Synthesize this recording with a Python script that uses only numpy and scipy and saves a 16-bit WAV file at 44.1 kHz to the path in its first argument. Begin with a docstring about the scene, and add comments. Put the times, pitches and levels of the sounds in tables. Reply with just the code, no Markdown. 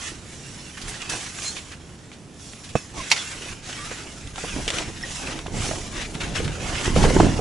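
"""A padded jacket moves in a small ice-fishing tent: nylon slides on nylon in tiny stick-slips,
creases buckle and snap, tight cloth squeaks. The loose wall billows and pulls taut, hardest near the end.
A dull floor knock, a clack of hard tackle and light taps of taut fabric and small gear ring as
decaying modes. The thin walls add a very short reverb; wind rumbles low outside."""
import sys
import numpy as np
from scipy import signal
from scipy.fft import rfft, irfft, next_fast_len
from scipy.io import wavfile
from scipy.ndimage import uniform_filter1d, map_coordinates

SR = 44100
rng = np.random.default_rng(int(sys.argv[2]) if len(sys.argv) > 2 else 0)


def file_out(sig):
    """Save sig as 16-bit WAV at sys.argv[1]."""
    # one column per channel
    cols = np.atleast_2d(sig).T
    # limit, then scale
    lim = np.clip(cols, -1, 1)
    pcm = np.round(lim * 32767).astype(np.int16)
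    wavfile.write(sys.argv[1], SR, pcm)


N = 326736

# sleeve strokes: (start [s], attack [s], hold [s], 20 dB fade [s], rub [dB], hiss over rub [dB])
SLEEVE_STROKES = [(-0.03, 0.058, 0.053, 0.13, -38, 0.5), (0.21, .13, .33, 1, -50.5, 4),
                  (0.735, 0.14, .2, 0.56, -39.5, -3.5), (1.091, .004, 0.063, 0.31, -35.5, 2.5),
                  (1.304, 0.14, 0.032, 0.22, -38, 3.5), (2.328, .12, 0.065, 0.7, -53, 7.5),
                  (2.746, 0.02, 0.017, 0.23, -44.5, 1.5), (2.93, 0.046, 0.18, .12, -38.5, -1),
                  (3.116, 0.033, .05, 0.34, -37, 0), (3.204, 0.074, 0.24, .13, -39.5, -2),
                  (3.612, 0.071, 0.29, 0.4, -38.5, -2), (4.344, 0.046, 0.25, 0.7, -38.5, 0),
                  (4.694, .05, .06, 0.09, -30, -6), (4.822, 0.049, .12, 1.5, -46.5, -12),
                  (4.976, .14, 0.11, 0.04, -40, 3), (5.16, 0.11, 0.045, 0.2, -35.5, -4),
                  (5.502, .13, 0.035, 0.33, -33, 0.5), (5.898, 0.088, 0.036, .085, -32.5, -8),
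                  (6.2, 0.0058, 0.021, .13, -31, -7.5), (6.339, 0.024, 0.011, 0.08, -29, -6),
                  (6.392, 0.033, .17, 2, -40.5, -4), (6.573, 0.13, 0.16, .2, -33, -4),
                  (6.77, 0.06, .025, 0.27, -31, -4), (6.945, 0.014, 0.15, .15, -30, -3),
                  (7.133, 0.013, 0.067, 0.5, -32.5, -2.5)]
# rustle between strokes: (time [s], level [dB])
IDLE_RUSTLE = [(0.0, -50.5), (1.7, -50.5), (1.78, -54.5), (2.3, -57.5), (2.85, -53), (3.6, -55.5),
               (4.15, -48.5), (5.45, -49.5), (5.9, -45.5), (7.41, -50.5)]
# arm position: (time [s], left over right [dB])
ARM_PAN = [(0.0, -3.5), (4.62, -1.5), (4.7, 1), (5.16, -2), (5.26, 0), (5.86, -2.5), (5.92, 2), (6.27, 0.0),
           (6.33, 4.0), (6.67, -4.5), (7.04, 0), (7.41, -2.5)]
# nylon rub: (frequency [Hz], level [dB])
RUB_SPECTRUM = [(300, -28), (700, -9), (1100, -4), (1600, -0.5), (2100, -1), (2700, 0), (3500, -3.5),
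                (4200, -9), (6000, -11), (11000, -47)]
# nylon hiss: (frequency [Hz], level [dB])
HISS_SPECTRUM = [(2000, -17), (3500, -2), (4600, -1.5), (5600, 2.5), (7200, 2), (8300, -1.5), (9300, -6.5),
                 (10400, -2), (11300, -13)]
# buckling creases: (time [s], level [dB], centre [Hz])
CREASE_SNAPS = [(1.0178, -19, 5000), (1.0235, -22, 2400), (1.387, -21, 1620), (1.567, -20.5, 1800),
                (2.116, -28, 1470), (2.533, -27, 1790), (3.728, -21, 2850), (4.273, -23.5, 3560),
                (4.358, -22, 3400), (4.38, -19, 1500), (4.678, -9.5, 3400), (4.7024, -10.5, 3500),
                (4.784, -12, 2900), (5.389, -19.5, 2000), (5.466, -22.5, 2520), (5.71, -22, 2000),
                (6.151, -19.5, 2800), (6.478, -16, 2000), (6.857, -11, 2400)]
# crease snap and floor rattle: (frequency [Hz], level [dB])
SNAP_SPECTRUM = [(150, -30), (600, 7), (1500, 0), (2600, 3), (3600, 2.5), (4300, -5.5), (7500, -1),
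                 (11000, -18)]
# quick sleeve brushes: (time [s], level [dB], length [s], centre [Hz])
SLEEVE_SCUFFS = [(0.77, -36, 0.026, 1800), (0.813, -35, .025, 3970), (0.877, -33, 0.049, 8400),
                 (1.096, -25.5, 0.014, 6040), (1.261, -35, 0.017, 1940), (1.556, -34.5, 0.06, 2800),
                 (1.714, -38.5, 0.042, 1870), (2.123, -45.5, .04, 2800), (2.636, -39.5, 0.038, 3150),
                 (2.687, -41, 0.041, 2970), (3.1, -27, 0.027, 4970), (3.109, -26, .025, 2200),
                 (3.158, -29.5, 0.038, 2270), (3.908, -34, 0.037, 1500), (4.678, -27, 0.028, 2600),
                 (6.14, -37, .035, 2480), (6.203, -35, .05, 1200), (6.349, -28.5, 0.037, 1490),
                 (6.441, -32.5, 0.026, 2980), (7.026, -23, .04, 2000)]
# nylon squeaks: (time [s], level [dB], length [s], start pitch [Hz], end pitch [Hz], overtones [dB])
NYLON_SQUEAKS = [(1.045, -39.5, 0.14, 2600, 2580, -14), (1.447, -32, 0.069, 4080, 4310, -4),
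                 (2.974, -37.5, 0.046, 1120, 1010, -21), (3.182, -34, 0.048, 3440, 3400, -14),
                 (3.237, -41, 0.066, 2660, 2720, -21), (3.78, -39, 0.068, 1147, 1186, -13),
                 (4.467, -38, 0.08, 3160, 2300, -23)]
# wall heaves: (centre [s], length [s], billow [dB], flutter over billow [dB])
WALL_HEAVES = [(0.9, 0.083, -40.5, -10), (1.14, 0.099, -45.5, 6.5), (2.702, 0.062, -44, -13),
               (2.975, 0.069, -39.5, -0.5), (3.38, .1, -53, 9.5), (3.515, 0.049, -41, -21),
               (3.854, 0.17, -44.5, -6), (4.577, 0.079, -30.5, -8), (4.767, 0.14, -38.5, 3.5),
               (4.884, 0.043, -32, -15), (5.302, 0.16, -40, 3.5), (5.558, .07, -27, -7),
               (5.677, 0.13, -31.5, -2), (5.99, 0.068, -36.5, -1.5), (6.305, 0.2, -29, -7.5),
               (6.473, 0.11, -27.5, -8.5), (6.685, 0.16, -34, 0.5), (6.846, .07, -31.5, -8),
               (7.032, 0.14, -14, -8.5), (7.227, 0.13, -16, -7.5), (7.405, 0.033, -29, 1.5)]
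# wall motion between heaves: (time [s], billow [dB])
WALL_STIR = [(0.0, -51), (2.3, -55.5), (3.2, -58), (4.2, -45.5), (4.6, -41.5), (5.45, -39.5), (5.95, -38.5),
             (6.75, -34.5), (7.41, -24.5)]
# wall billow: (frequency [Hz], level [dB])
BILLOW_SPECTRUM = [(10, -21), (28, 3), (50, -2.5), (80, -3.5), (125, -4), (190, -8.5), (280, -15.5),
                   (500, -29.5), (1500, -59)]
# wall flutter: (frequency [Hz], level [dB])
FLUTTER_SPECTRUM = [(80, -19), (200, -7), (320, 0.5), (480, -4.5), (720, -5.5), (1000, -10), (1600, -19),
                    (4000, -50)]
# air pushed by the wall: (frequency [Hz], level [dB])
DRAUGHT_SPECTRUM = [(20, 10), (70, -10.5), (160, -5.5), (300, 0.5), (700, -18), (2000, -60)]
# wall pulling taut: (time [s], level [dB], pitch [Hz])
WALL_FLAPS = [(0.118, -31, 327), (1.136, -21.5, 750), (3.914, -23, 480), (4.378, -32, 750),
              (4.439, -20, 450), (4.445, -22, 720), (4.563, -20, 263), (4.678, -20, 437), (4.886, -27, 337),
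              (5.462, -21, 720), (5.481, -23, 396), (5.712, -13.5, 655), (5.734, -20, 610),
              (6.151, -20.5, 170), (6.402, -16, 480), (6.879, -14, 370), (6.962, -6.5, 500),
              (7.04, -4.5, 820), (7.052, -9, 447), (7.164, -3, 360), (7.2005, 1.5, 750), (7.2047, -4, 336),
              (7.232, -10, 306), (7.287, -16, 218)]
# puff of a flap: (frequency [Hz], level [dB])
PUFF_SPECTRUM = [(100, -7.5), (700, -1), (1500, -5.5), (2400, -18), (8000, -55)]
# floor knock modes: (frequency [Hz], level [dB], T60 [s])
KNOCK_MODES = [(148, -7.5, 0.032), (215, -9.5, 0.04), (346, -16.5, 0.038), (490, -5, 0.016),
               (645, -1.5, 0.011), (1130, -11.5, 0.017), (1500, -20, 0.018), (2590, -29.5, 0.14)]
# tackle modes: (frequency [Hz], bandwidth [Hz], level [dB])
TACKLE_MODES = [(2030, 29, 0), (2210, 26, -3), (2520, 140, -7), (2730, 26, -10), (2900, 22, -11),
                (3160, 41, -9), (3690, 30, -6), (4270, 100, -4), (4530, 49, -9), (4800, 41, -4),
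                (5260, 36, -11), (5490, 34, -9), (5720, 62, -7), (6020, 36, -12), (6490, 36, -15),
                (6720, 19, -17), (6900, 31, -10), (7350, 61, -13)]
# tackle contacts: (time [s], level [dB])
TACKLE_CONTACTS = [(3.1125, -30), (3.1148, -12), (3.1195, -17.5), (3.163, -34), (3.177, -33)]
# tackle contact noise: (frequency [Hz], level [dB])
CRACK_SPECTRUM = [(200, -40), (900, 2.5), (1600, -10), (2100, 6), (3200, 0), (5000, -2), (7300, -13),
                  (7900, -13), (11000, -14)]
# ringing taps and chinks of taut fabric and small gear: (time [s], level [dB], pitch [Hz], T60 [s])
LIGHT_TAPS = [(3.728, -25, 2900, .035), (4.38, -23, 770, 0.047), (4.379, -25, 1360, 0.045),
              (5.027, -22, 5360, 0.03), (5.035, -19.5, 1890, 0.051)]
# tent reverb: (frequency [Hz], T60 [s])
TENT_DECAY = [(150, 0.026), (1500, 0.028), (4000, 0.073), (11000, 0.14)]
# wind outside: (frequency [Hz], level [dB])
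WIND_SPECTRUM = [(15, -10), (35, -10), (70, 0), (130, -0.5), (220, -3.5), (330, -7), (600, -16),
                 (2000, -25), (10000, -35.5)]
# left-right likeness: (frequency [Hz], correlation [-])
STEREO_CORRELATION = [(60, .96), (250, .9), (500, .82), (1200, .6), (2500, .68), (9000, .72)]

CONTROL_S = np.arange(0, N / SR, 1 / 500)


def amp(db):
    """Decibels to gain."""
    return 10 ** (np.asarray(db) / 20)


def unit(x):
    """Scale to rms 1."""
    return x / np.sqrt(np.mean(x ** 2) + 1e-20)


def along(points, hz):
    """Interpolate a table on a log frequency axis."""
    knots_hz, values = np.transpose(points)
    return np.interp(np.log(hz + 1), np.log(knots_hz + 1), values)


def power_to_db(power):
    """Control-rate power to dB per sample."""
    return np.interp(np.arange(N) / SR, CONTROL_S, 10 * np.log10(power))


def wobble(rate_hz, size=N):
    """Smooth random curve, rate_hz knots a second."""
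    knots = rng.standard_normal(int(size * rate_hz / SR) + 4)
    return map_coordinates(knots, [np.arange(size) * rate_hz / SR])


def filtered(x, response):
    """Apply a frequency response."""
    size = x.shape[-1]
    padded = next_fast_len(size + 8192)
    return irfft(rfft(x, padded) * response(np.fft.rfftfreq(padded, 1 / SR)), padded)[..., :size]


def bandpass(x, centre_hz, q):
    """One broad resonance."""
    return filtered(x, lambda hz: 1 / (1 + 1j * q * (hz / centre_hz - centre_hz / (hz + 1))))


def coloured(x, spectrum):
    """Shape by a spectrum, at rms 1."""
    return unit(filtered(x, lambda hz: amp(along(spectrum, hz))))


def spread(pair):
    """Two independent signals to partly correlated stereo."""
    def weights(hz):
        angle = np.arccos(np.clip(along(STEREO_CORRELATION, hz), -1, 1)) / 2
        return np.array([np.cos(angle), np.sin(angle)])
    mid, side = filtered(pair, weights)
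    return np.array([mid + side, mid - side]) / np.sqrt(np.mean(mid ** 2))


def pan(x, right_db):
    """Right over left by right_db."""
    return x * amp(np.array([[-.5], [.5]]) * right_db)


def add(track, start_s, sound):
    """Mix in at start_s."""
    part = track[..., max(round(start_s * SR), 0):][..., :sound.shape[-1]]
    part += sound[..., :part.shape[-1]]


def sleeves(rub_db, hiss_db):
    """Nylon on nylon, with judder: faster sliding is louder and slips more densely."""
    speed = amp((rub_db + 38.5) / 2)
    judder = wobble(70)
    rub = cloth(RUB_SPECTRUM, 450 * speed, grain_db=-3.5, scatter_db=1.5, folds_db=3)
    hiss = cloth(HISS_SPECTRUM, 1500 * speed, grain_db=-8, scatter_db=1.5, folds_db=2.5)
    return amp(rub_db - 0.5 + 1.5 * judder) * rub + amp(hiss_db + 0.5 + 0.84 * judder) * hiss


def stroke_levels(sag_db_per_s=4):
    """Rub and hiss [dB]: each stroke speeds up, slows and dies away; powers add."""
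    rub = hiss = amp(np.interp(CONTROL_S, *np.transpose(IDLE_RUSTLE))) ** 2
    for start_s, attack_s, hold_s, fade_s, db, hiss_db in SLEEVE_STROKES:
        t = CONTROL_S - start_s
        sag_db = sag_db_per_s * np.clip(t - attack_s, 0, hold_s)
        fade_db = 20 * np.clip((t - attack_s - hold_s) / fade_s, 0, 10)
        power = (np.clip(t / attack_s, 0, 1) * amp(db - sag_db - fade_db)) ** 2
        rub, hiss = rub + power, hiss + power * amp(hiss_db) ** 2
    return power_to_db(rub), power_to_db(hiss)


def cloth(spectrum, slips_per_s, grain_db, scatter_db, folds_db):
    """Uneven stick-slip impulses over friction noise, coloured by shifting fold resonances."""
    friction = rng.standard_normal((2, N))
    fired = rng.random((2, N)) < slips_per_s / SR
    sizes = amp(scatter_db * np.minimum(rng.exponential(size=(2, N)), 4))
    slips = unit(fired * sizes * rng.choice([-1, 1], (2, N)) / np.sqrt(slips_per_s))
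    frames = signal.stft(friction + amp(grain_db) * slips, nperseg=1024)[2]
    folds = uniform_filter1d(rng.standard_normal(frames.shape[1:]), size=5, axis=0)
    folds = unit(uniform_filter1d(folds, size=6, axis=1))
    rustle = signal.istft(frames * amp(folds_db * folds), nperseg=1024)[1][:, :N]
    return spread(coloured(rustle, spectrum))


def creases(t60_s=.028):
    """A crease buckles: one snap, then brief crackle, each around its own pitch."""
    out, t = np.zeros((2, N)), np.arange(SR // 20) / SR
    for start_s, db, centre_hz in CREASE_SNAPS:
        crackle = rng.standard_normal((2, len(t))) * amp(-60 * t / t60_s) * (t > .001)
        crackle[0, SR // 1000] += 4  # the snap
        snap = spread(bandpass(coloured(crackle, SNAP_SPECTRUM), centre_hz, q=0.77))
        add(out, start_s, amp(db) * snap / np.abs(snap).max())
    return out


def scuffs():
    """A sleeve catches and slides off: a burst of broad-band noise."""
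    out, t = np.zeros((2, N)), np.arange(SR // 5) / SR
    for start_s, db, length_s, centre_hz in SLEEVE_SCUFFS:
        age = 4 * t / length_s
        noise = spread(bandpass(rng.standard_normal((2, len(t))), centre_hz, q=1.3))
        add(out, start_s, amp(db - 0.5) * age * np.exp(1 - age) * noise)
    return out


def squeaks():
    """Tight nylon sticks and slips at an unsteady, gliding pitch, with two ragged overtones."""
    out, t = np.zeros(N), np.arange(SR // 4) / SR

    def tone(hz, jitter):
        return np.sin(2 * np.pi * np.cumsum(hz * (1 + jitter * wobble(920, len(t)))) / SR)

    for start_s, db, length_s, start_hz, end_hz, overtone_db in NYLON_SQUEAKS:
        progress = np.minimum(t / length_s, 1)
        hz = (start_hz + (end_hz - start_hz) * progress) * (1 + .008 * wobble(60, len(t)))
        voice = tone(hz, jitter=.022)
        voice += amp(overtone_db) * (tone(1.62 * hz, jitter=.015) + .7 * tone(1.81 * hz, jitter=.018))
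        swell = np.sqrt(np.abs(np.sin(np.pi * progress)))
        add(out, start_s, amp(db + 2 + 2.5 * wobble(200, len(t))) * swell * voice)
    return out


def wall(billow_db, flutter_db):
    """The loose wall billows and flutters in soft pops; hard shakes push air unevenly left and right."""
    billow = amp(billow_db + 0.75 + 1.4 * wobble(18))
    billow = billow * cloth(BILLOW_SPECTRUM, slips_per_s=60, grain_db=-5, scatter_db=5, folds_db=1)
    flutter = amp(flutter_db - 1 + 1.75 * wobble(30))
    flutter = flutter * cloth(FLUTTER_SPECTRUM, 260, grain_db=-1.5, scatter_db=2.5, folds_db=3)
    draught = amp(1.18 * billow_db - 6) * coloured(rng.standard_normal((2, N)), DRAUGHT_SPECTRUM)
    return pan(billow + flutter + draught, right_db=2.5)


def wall_levels(rub_db, stir_flutter_db=-6.5, drag_db=-10):
    """Billow and flutter [dB]: bell-shaped heaves over a growing stir; sleeves drag flutter along."""
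    billow = amp(np.interp(CONTROL_S, *np.transpose(WALL_STIR))) ** 2
    dragged = amp(rub_db[(CONTROL_S * SR).astype(int)] + drag_db) ** 2
    flutter = billow * amp(stir_flutter_db) ** 2 + dragged
    for centre_s, length_s, db, flutter_db in WALL_HEAVES:
        power = amp(db) ** 2 * np.exp(-(2 * (CONTROL_S - centre_s) / length_s) ** 2)
        billow, flutter = billow + power, flutter + power * amp(flutter_db) ** 2
    return power_to_db(billow), power_to_db(flutter)


def flaps(t60_cycles=13, attack_s=0.00038):
    """A panel pulls taut: a few cycles of its note, a push of air, a dull puff."""
    out, t = np.zeros(N), np.arange(SR // 10) / SR
    for start_s, db, hz in WALL_FLAPS:
        note = np.sin(2 * np.pi * hz * t) * amp(-60 * t * hz / t60_cycles)
        push = np.sin(2 * np.pi * hz * t / 3.8) * amp(-4 - 60 * t / 0.026)
        puff = coloured(rng.standard_normal(len(t)), PUFF_SPECTRUM) * amp(-13 - 60 * t / .04)
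        add(out, start_s, amp(db) * (note + push + puff) * (1 - np.exp(-t / attack_s)))
    return pan(out, right_db=3.5)


def knock(start_s=2.7541, rebound_s=.0062):
    """A dull blow on the floor: modes build in about half a cycle; one rebound, a faint rattle."""
    out, t = np.zeros(N), np.arange(SR // 5) / SR
    blow = sum(amp(db - 60 * t / t60_s) * np.sin(2 * np.pi * hz * t) * (1 - np.exp(-3 * hz * t))
               for hz, db, t60_s in KNOCK_MODES)
    rattle = coloured(rng.standard_normal(len(t)), SNAP_SPECTRUM) * amp(-31.5 - 60 * t / 0.12)
    add(out, start_s, blow + rattle)
    add(out, start_s + rebound_s, amp(-21) * blow)
    return pan(out, right_db=6)


def tackle(attack_s=.0006, crack_t60_s=0.074):
    """Hard tackle chatters on landing: each contact rings the modes anew; broad ones die first."""
    out, t = np.zeros((2, N)), np.arange(SR // 4) / SR
    hz, width_hz, level_db = np.transpose(TACKLE_MODES)[:, :, None]
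    decays = amp(level_db) * width_hz / width_hz.mean() * np.exp(-np.pi * width_hz * t)
    for start_s, db in TACKLE_CONTACTS:
        phase = rng.uniform(0, 2 * np.pi, hz.shape) + rng.normal(0, 0.3, (2, *hz.shape))
        strengths = amp(rng.normal(0, 1.2, phase.shape))
        ring = (decays * strengths * np.sin(2 * np.pi * hz * t + phase)).sum(axis=1)
        noise = spread(coloured(rng.standard_normal((2, len(t))), CRACK_SPECTRUM))
        crack = .8 * noise * amp(-60 * t / crack_t60_s)
        add(out, start_s, amp(db + 2) * (ring + crack) * (1 - np.exp(-t / attack_s)))
    return pan(out, right_db=3.5)


def light_taps(attack_s=0.0012):
    """Light ringing taps and chinks of taut fabric and small gear: short decaying modes."""
    out, t = np.zeros(N), np.arange(SR // 8) / SR
    for start_s, db, hz, t60_s in LIGHT_TAPS:
        mode = amp(db - 60 * t / t60_s) * np.sin(2 * np.pi * hz * t)
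        add(out, start_s, mode * (1 - np.exp(-t / attack_s)))
    return out


def tent_reverb(x):
    """Thin walls return a very short tail, 5 ms late."""
    hz, t, frames = signal.stft(rng.standard_normal((2, SR // 4)), SR, nperseg=256)
    decay = amp(-60 * t / along(TENT_DECAY, hz)[:, None])
    tail = signal.istft(frames * decay, SR, nperseg=256)[1]
    delayed = np.pad(x.mean(axis=0), (SR // 200, 0))[None]
    return signal.fftconvolve(delayed, tail / np.linalg.norm(tail[0]), axes=1)[:, :N]


def wind(level_db=-44):
    """Wind outside: low noise, slowly wavering."""
    gain = amp(level_db + wobble(2.05))
    rumble = spread(coloured(rng.standard_normal((2, N)), WIND_SPECTRUM))
    return pan(gain * rumble, right_db=2)


def scene():
    """Jacket and light taps pan with the arms; the wall is on the right; only short sounds get reverb."""
    arm_right_db = -np.interp(np.arange(N) / SR, *np.transpose(ARM_PAN))
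    rub_db, hiss_db = stroke_levels()
    jacket = pan(sleeves(rub_db, hiss_db), arm_right_db)
    shaking = wall(*wall_levels(rub_db))
    rumble = wind()
    hits = flaps() + knock() + tackle()
    hits += pan(scuffs() + squeaks() + light_taps() + creases(), arm_right_db)
    return jacket + shaking + hits + amp(-12) * tent_reverb(hits) + rumble


def record(dry):
    """Soft peak limit, then band limit."""
    ceiling, highpass_hz, top_hz = .95, 12, 11170
    limited = dry / (1 + np.abs(dry / ceiling) ** 8) ** (1 / 8)
    return filtered(limited, lambda hz: (hz < top_hz) * hz / np.hypot(hz, highpass_hz))


dry = scene()
out = record(dry)
file_out(out)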